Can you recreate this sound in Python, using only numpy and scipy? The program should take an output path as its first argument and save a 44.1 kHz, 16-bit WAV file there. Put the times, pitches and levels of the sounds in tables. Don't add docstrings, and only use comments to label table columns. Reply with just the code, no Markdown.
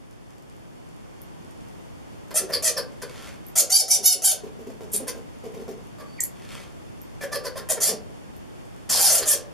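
import sys
import numpy as np
from scipy import signal
from scipy.fft import rfft, irfft, next_fast_len
from scipy.io import wavfile
from scipy.ndimage import uniform_filter1d, map_coordinates

SR = 44100
rng = np.random.default_rng(int(sys.argv[2]) if len(sys.argv) > 2 else 0)


def wav_record(signal):
    frames = np.transpose(np.atleast_2d(signal))
    bounded = np.clip(frames, -1, 1)
    quanta = np.round(bounded * 32767).astype(np.int16)
    wavfile.write(sys.argv[1], SR, quanta)


N = 420273
TREBLE_LIMIT_HZ = 15000


def amp(db):
    return 10 ** (np.asarray(db) / 20)


def unit(x):
    return x / np.sqrt(np.mean(x ** 2) + 1e-20)


def curve_at(points, hz):
    f, value = np.transpose(points)
    return np.interp(np.log(hz + 1), np.log(f + 1), value)


def colour(x, points):
    n = x.shape[-1]
    size = next_fast_len(n + 1024)
    gain = amp(curve_at(points, np.fft.rfftfreq(size, 1 / SR)))
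    return irfft(rfft(x, size) * gain, size)[..., :n]


def wander(n, hz):
    place = np.arange(n) * 2 * hz / SR
    knots = rng.standard_normal(n // 12 + 8)
    return map_coordinates(knots[:int(place[-1]) + 4], [place], order=2, mode="mirror")


def add(mix, start_s, sound):
    part = mix[max(round(start_s * SR), 0):][:len(sound)]
    part += sound[:len(part)]


def stereo(mid, side):
    return np.array([mid + side, mid - side])


# f/Hz, level/dB
RUSH_TONE = [(15, -46), (25, -9), (98, -1.5), (191, -1.5), (231, -3), (301, -3), (438, -6.5), (952, -10.5),
             (1350, -15.5), (3350, -20.5), (3930, -23.5), (8100, -26), (11800, -31), (15000, -40.5)]
# f/Hz, level/dB
RUSH_WIDTH = [(60, 12.5), (290, 9), (640, 6), (1410, 3.5), (3100, 1), (6820, -0.5), (15000, 1.5)]
# t/s, level/dB
RUSH_LEVEL = [(0, -55.5), (1.6, -51), (9.53, -50.5)]
def cave_rush(flutter_db=0.225):
    mid, side = colour(rng.standard_normal((2, N)), RUSH_TONE)
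    level_db = np.interp(np.arange(N) / SR, *np.transpose(RUSH_LEVEL)) + flutter_db * wander(N, 6.7)
    return amp(level_db) * stereo(mid, colour(side, RUSH_WIDTH)) / np.std(mid)


# f/Hz, level/dB
WING_TONE = [(100, 0), (300, 1.5), (800, -2.5), (1400, 0), (2600, -2.5), (3500, -2.5), (5500, -7.5),
             (8000, -9), (11000, -11.5), (14000, -21)]
# t/s, hold/s, level/dB
WING_STROKES = [(3.168, 0.12, -46.5), (6.509, 0.094, -45)]
def wings(swell_db_per_s=95, fade_db_per_s=178, fidget_db=-70, ticks_per_s=14, tick_s=0.0014):
    t, strokes = np.arange(N) / SR, np.zeros(N)
    rub = unit(colour(rng.standard_normal(N) * amp(5.4 * wander(N, 200)), WING_TONE))
    for crest, hold, db in WING_STROKES:
        before, after = np.maximum(crest - t, 0), np.maximum(t - crest - hold, 0)
        strokes += rub * amp(db - swell_db_per_s * before - fade_db_per_s * after)
    ticks = (rng.random(N) < ticks_per_s / SR) * amp(3.5 * rng.standard_normal(N).clip(-2, 2))
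    grains = signal.lfilter([1], [1, -np.exp(-1 / (tick_s * SR))], ticks) * rng.standard_normal(N)
    fidgets = unit(colour(grains, [(300, 7), (2000, -12), (6000, -4.5), (12000, -5), (15000, -27)]))
    return strokes + amp(fidget_db) * fidgets


# t/s, level/dB, f/Hz
TONGUE_CLICKS = [(1.218, -32, 11500), (3.226, -39, 11300), (3.467, -31, 12900), (3.486, -32, 12900),
                 (4.935, -17, 11900), (4.964, -13, 9770), (5.081, -22, 9450), (6.206, -13, 7600),
                 (6.209, -16.5, 7860), (6.2132, -22, 7500), (6.233, -26, 12000), (6.238, -14.5, 11400),
                 (7.017, -32, 12500), (8.366, -37, 12300), (8.902, -13.5, 7630)]
def tongue_click(db, hz, spit=0.4, doubling_db=9.5):
    t = np.arange(-.01, .01, 1 / SR)
    half_length_s = 0.00051 * 2 ** ((db + 30) / doubling_db)
    fizz = unit(colour(rng.standard_normal(len(t)), [(1500, -26), (6000, 9.0), (14000, 13.5)]))
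    ping = np.sin(2 * np.pi * np.cumsum(hz * (1 + 0.07 * wander(len(t), 2267))) / SR)
    return amp(db) * np.exp(-(t / half_length_s) ** 2) * (ping + spit * fizz)


def vocal_folds(hz, rough, uneven_db=4.5, breath=2.84, shimmer_db=3.0):
    n, cycles = len(hz), np.cumsum(hz) / SR
    buzz = np.zeros(n)
    for k in range(1, int(TREBLE_LIMIT_HZ / hz.mean())):
        buzz += amp(uneven_db * wander(n, 25)) * np.cos(2 * np.pi * (k * cycles + rng.random()))
    puffs = (0.53 + np.exp(-(cycles % 1) / 0.18)) * rng.standard_normal(n)
    air_share = np.clip(breath * rough ** 3, 0, 1)
    voice = np.sqrt(1 - air_share) * unit(buzz) + np.sqrt(air_share) * unit(puffs)
    return voice * amp(shimmer_db * np.sqrt(rough) * wander(n, 415.2))


def resonate(x, hz, width_hz):
    turn = np.exp(2j * np.pi * np.cumsum(hz) / SR)
    decay = np.exp(-np.pi * width_hz / SR)
    return 2 * (turn * signal.lfilter([1 - decay], [1, -decay], x / turn)).real


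# f/Hz, level/dB
THROAT_TONE = [(700, -3.5), (1050, -1), (1400, -1.5), (1720, 1.5), (2100, -7), (2700, -11.5), (3400, -11.5),
               (4500, -17)]
MOUTH_TONE = [(1800, -45), (2300, -7.5), (2950, -1), (3700, -1), (4600, 1.5), (5400, -1.5), (6400, -2.5),
              (7400, 5.5), (9000, -0.5)]
SHRILL_TONE = [(6000, -23), (8000, 4.5), (8900, 5.5), (10000, 4), (11500, -2), (12800, 1), (14000, -17.5),
               (15500, -58)]
# t/s, length/s, pitch/Hz, roughness/0-1, voice level/dB, screech level/dB, gape/0-1
BAT_SQUAWKS = [(2.306, 0.014, 527, .62, -37, -53, 0.1), (2.34, 0.053, 648.5, 0.38, -28.5, -22.5, .72),
               (2.488, 0.021, 602, 0.56, -33, -54, .5), (2.52, 0.038, 611, .5, -30.5, -26, 0.09),
               (2.623, .069, 641.7, .43, -29.5, -21, .58), (2.764, 0.029, 537, .48, -28.5, -30.5, 0.08),
               (3.017, 0.018, 523.3, 0.44, -30, -41, 0.47), (3.554, 0.054, 710.3, 0.45, -26, -11.5, 0.57),
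               (3.696, .11, 793, .27, -29, -11, 0.48), (3.88, .071, 769, .28, -31, -10.5, 0.47),
               (4.027, 0.1, 748.3, .15, -32.5, -9.5, 0.48), (4.219, 0.097, 768, 0.31, -31.5, -15.5, 0.62),
               (4.916, .05, 426.4, 0.45, -50, -33.5, 0.82), (5.069, 0.027, 510.5, 0.49, -32.5, -34, 0.44),
               (5.983, 0.031, 591, 0.46, -42.5, -58, 0.15), (7.208, 0.034, 574, 0.5, -30, -44, 0.27),
               (7.316, .043, 577.4, 0.42, -27, -32, .22), (7.437, 0.039, 520, .48, -32, -38, 0.14),
               (7.554, 0.04, 510, 0.52, -34, -43, 0.17), (7.688, 0.033, 617.5, 0.49, -28, -23, 0.73),
               (7.762, 0.02, 465, 0.3, -29.5, -60, 0.3), (7.802, 0.093, 666.4, 0.5, -32.5, -21, 0.57),
               (8.891, 0.11, 697, 0.71, -34.5, -21, 0.42), (8.98, .124, 787.5, 0.48, -25, -14.5, .54),
               (9.096, 0.091, 681.4, 0.5, -28.5, -17, 0.68), (9.205, 0.034, 485, 0.68, -32.5, -34, 0.04),
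               (9.255, 0.084, 596.5, 0.51, -30, -18.5, 0.67)]
def squawk(length, pitch_hz, rough, voice_db, screech_db, gape, easy_hz=617.5, end_hz=419.4,
           jitter=0.133, quaver=.055, tremor_db=3.0, release_s=0.012):
    rise, moan = min(.034, .56 * length), min(.038, 0.488 * length)
    middle, end = (rise + length) / 2, length + moan
    t = np.arange(0, end, 1 / SR)
    n = len(t)
    start_hz = easy_hz + 0.1214 * (pitch_hz - easy_hz)
    droop_hz = pitch_hz + min(1.8 * rough ** 2, 1) * (end_hz - pitch_hz)
    arch = np.interp(t, [0, .75 * rise, middle, length, end],
                     [start_hz, pitch_hz, pitch_hz, droop_hz, end_hz])
    hz = arch * (1 + jitter * rough ** 1.5 * wander(n, 220) + quaver * rough * wander(n, 51))
    buzz = vocal_folds(hz, rough) * amp(tremor_db * wander(n, 59.2))
    throat = amp(-10 + 17.5 * rough) * unit(colour(buzz, THROAT_TONE))
    mouth_hz = 4360 + 2590 * gape
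    jaw = np.interp(t, [rise, middle, length, end], [0.73, -0.35, 0.55, 0.31])
    ring_hz = mouth_hz * (1 + 0.072 * jaw + .025 * wander(n, 40))
    spread = (mouth_hz / 5800) ** 3 * 2 ** (1.9 * (rough - .4))
    mouth = unit(resonate(colour(buzz, MOUTH_TONE), ring_hz, width_hz=1100 * spread))
    shrill_hz = np.clip(2.28 * ring_hz, 9800, 10800)
    shrill = unit(resonate(colour(buzz, SHRILL_TONE), shrill_hz, width_hz=2600 * spread))
    screech = mouth + amp(-9.5 + 17.5 * gape) * shrill
    onset_db = -15 - max(screech_db + 20, 0)
    opening_db = np.interp(t, [0, rise, length, length + release_s, length + 3 * release_s],
                           [onset_db, 1, -3, -16, -45])
    effort = amp(voice_db + np.interp(t, [0, rise, length, end], [-10, -4.5, -5, -10]))
    low_note = np.sin(2 * np.pi * np.cumsum(hz) / SR) * amp(12 * rough * wander(n, 177.6))
    closing = np.interp(t, [length, length + moan / 2, end], [1, .15, 0])
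    voice = amp(-0.5) * unit(low_note) + closing * throat
    fade = np.clip(t / 0.0015, 0, 1) * np.clip((t[-1] - t) / 0.0013, 0, 1)
    return fade * (effort * voice + amp(screech_db + opening_db) * screech)


# f/Hz, level/dB
NOSE_HUM_TONE = [(100, -61), (215, -1.5), (300, -9), (420, 5.5), (560, -4.5), (850, -13), (1400, -33.5)]
NOSE_HISS_TONE = [(500, -9), (1100, 0.5), (2000, 5), (3500, -6), (6000, 1.5), (11000, -20), (15000, -55)]
# t/s, pitch/Hz, level/dB
BAT_GRUNTS = [(2.405, 200.4, -37.5), (3.989, 204.4, -42.5), (4.153, 198.3, -42.5), (4.435, 213, -43),
              (4.59, 226.4, -46), (4.667, 221, -44), (4.808, 216.6, -43.5), (4.94, 211, -41),
              (4.998, 249.4, -42.5), (5.146, 243.8, -44.5), (5.438, 232.7, -39.5), (5.541, 221.3, -42.5),
              (5.591, 255, -44.5), (5.68, 220.3, -39.5), (7.886, 211, -34.5), (9.385, 239, -57)]
def grunt(pitch_hz, db, length=.05, fall=0.194, jitter=.06, lumps_db=3, hiss_db=-24.5):
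    n = int(length * SR)
    progress = np.linspace(0, 1, n)
    hz = pitch_hz * (1 + fall * (.4 - progress) + jitter * wander(n, 129))
    buzz = vocal_folds(hz, rough=0.54) * amp(lumps_db * wander(n, 84.4))
    hum, hiss = unit(colour(buzz, NOSE_HUM_TONE)), unit(colour(buzz, NOSE_HISS_TONE))
    swell = np.interp(progress, [0, .15, .4, .7, 1], [1.75, 1.55, 0.92, 1.6, 0.15])
    return amp(db) * swell * (hum + amp(hiss_db) * hiss)


# t/s, length/s, start f/Hz, end f/Hz, level/dB
BAT_WHISTLES = [(2.765, 0.022, 5430, 5540, -33), (5.995, 0.05, 1115, 1210, -49),
                (6.039, 0.21, 4520, 4620, -64.5), (6.18, 0.0242, 2530, 1650, -42.5)]
def whistle(length, start_hz, end_hz, db):
    n = int(length * SR)
    hz = np.linspace(start_hz, end_hz, n) * (1 + 0.017 * wander(n, 152))
    swell = signal.windows.tukey(n, .5) * amp(2.7 * wander(n, 56))
    return amp(db) * unit(swell * np.sin(2 * np.pi * np.cumsum(hz) / SR))


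# f/Hz, time/s
ECHO_FADE = [(200, 0.5), (700, 0.45), (2000, 0.27), (6000, 0.1926), (14000, 0.1227)]
# f/Hz, level/dB
ECHO_TONE = [(200, -5.5), (700, -6.5), (2400, -3), (5000, -5.5), (14000, -10)]
# f/Hz, level/dB
ECHO_WIDTH = [(200, -32), (700, -3), (2400, -14.5), (5000, -7.5), (14000, 2.5)]
def cave_echo(x, direct_db, tail_db, near_db=-5, near_count=14):
    n = SR * 3 // 4
    slots = np.arange(300, n - 20, 20)
    shape, echoes = (2, len(slots)), np.zeros((2, n))
    np.put_along_axis(echoes, slots + rng.integers(0, 20, shape), rng.choice([-1., 1.], shape), 1)
    hz, t, bands = signal.stft(echoes, SR, nperseg=256)
    fade_s = curve_at(ECHO_FADE, hz)[:, None]
    tail = signal.istft(bands * 1000. ** (-t / fade_s) / np.sqrt(fade_s), SR, nperseg=256)[1]
    mid, side = amp(tail_db) * colour(tail / np.linalg.norm(tail[0]), ECHO_TONE)
    early = np.zeros((2, len(mid)))
    delay, skew = rng.integers(40, 700, near_count), rng.choice([-1, 1], near_count)
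    strength = rng.choice([-1., 1.], near_count) * amp(near_db) / np.sqrt(near_count)
    early[0, delay + skew], early[1, delay - skew] = strength, strength
    early[:, 0] = amp(direct_db)
    response = early + stereo(mid, colour(side, ECHO_WIDTH))
    return signal.fftconvolve(x[None], response, axes=1)[:, :N]


def scene():
    close, grunts = wings(), np.zeros(N)
    for start, *settings in BAT_SQUAWKS:
        add(close, start, squawk(*settings))
    for start, *settings in BAT_GRUNTS:
        add(grunts, start, grunt(*settings))
    for start, *settings in BAT_WHISTLES:
        add(close, start, whistle(*settings))
    for centre, *settings in TONGUE_CLICKS:
        add(close, centre - .01, tongue_click(*settings))
    bats = cave_echo(close, direct_db=-1.55, tail_db=0.5) + cave_echo(grunts, direct_db=-2, tail_db=0)
    return bats + cave_rush()


# f/Hz, lag/radians
RIGHT_LAG = [(0, 0.12), (8000, 0.093), (11000, 0.85), (13000, 1.8), (15000, -1)]
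def microphone_ports(x):
    size = next_fast_len(N + 256)
    lag = np.exp(-1j * curve_at(RIGHT_LAG, np.fft.rfftfreq(size, 1 / SR)))
    return np.array([x[0], irfft(rfft(x[1], size) * lag, size)[:N]])


def record(dry, threshold_db=-21, squeeze=0.5, recovery_db_per_s=70, notch_width_hz=260):
    power = uniform_filter1d((dry ** 2).mean(0), size=260)
    power_db = 10 * np.log10(np.abs(power) + 1e-12)
    recovery_db = np.arange(N) * recovery_db_per_s / SR
    held_db = np.maximum.accumulate(power_db + recovery_db) - recovery_db
    cut_db = squeeze * np.maximum(held_db - threshold_db, 0)
    out = microphone_ports(dry) * amp(-uniform_filter1d(cut_db, size=100))
    out = 0.97 * np.tanh(out / 0.85)
    for hz in (3970, 7950):
        out = signal.lfilter(*signal.iirnotch(hz, hz / notch_width_hz, SR), out)
    treble_cut = signal.firwin(161, TREBLE_LIMIT_HZ, window=("kaiser", 9), fs=SR)
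    return signal.oaconvolve(out, treble_cut[None], "same")


dry = scene()
out = record(dry)
wav_record(out)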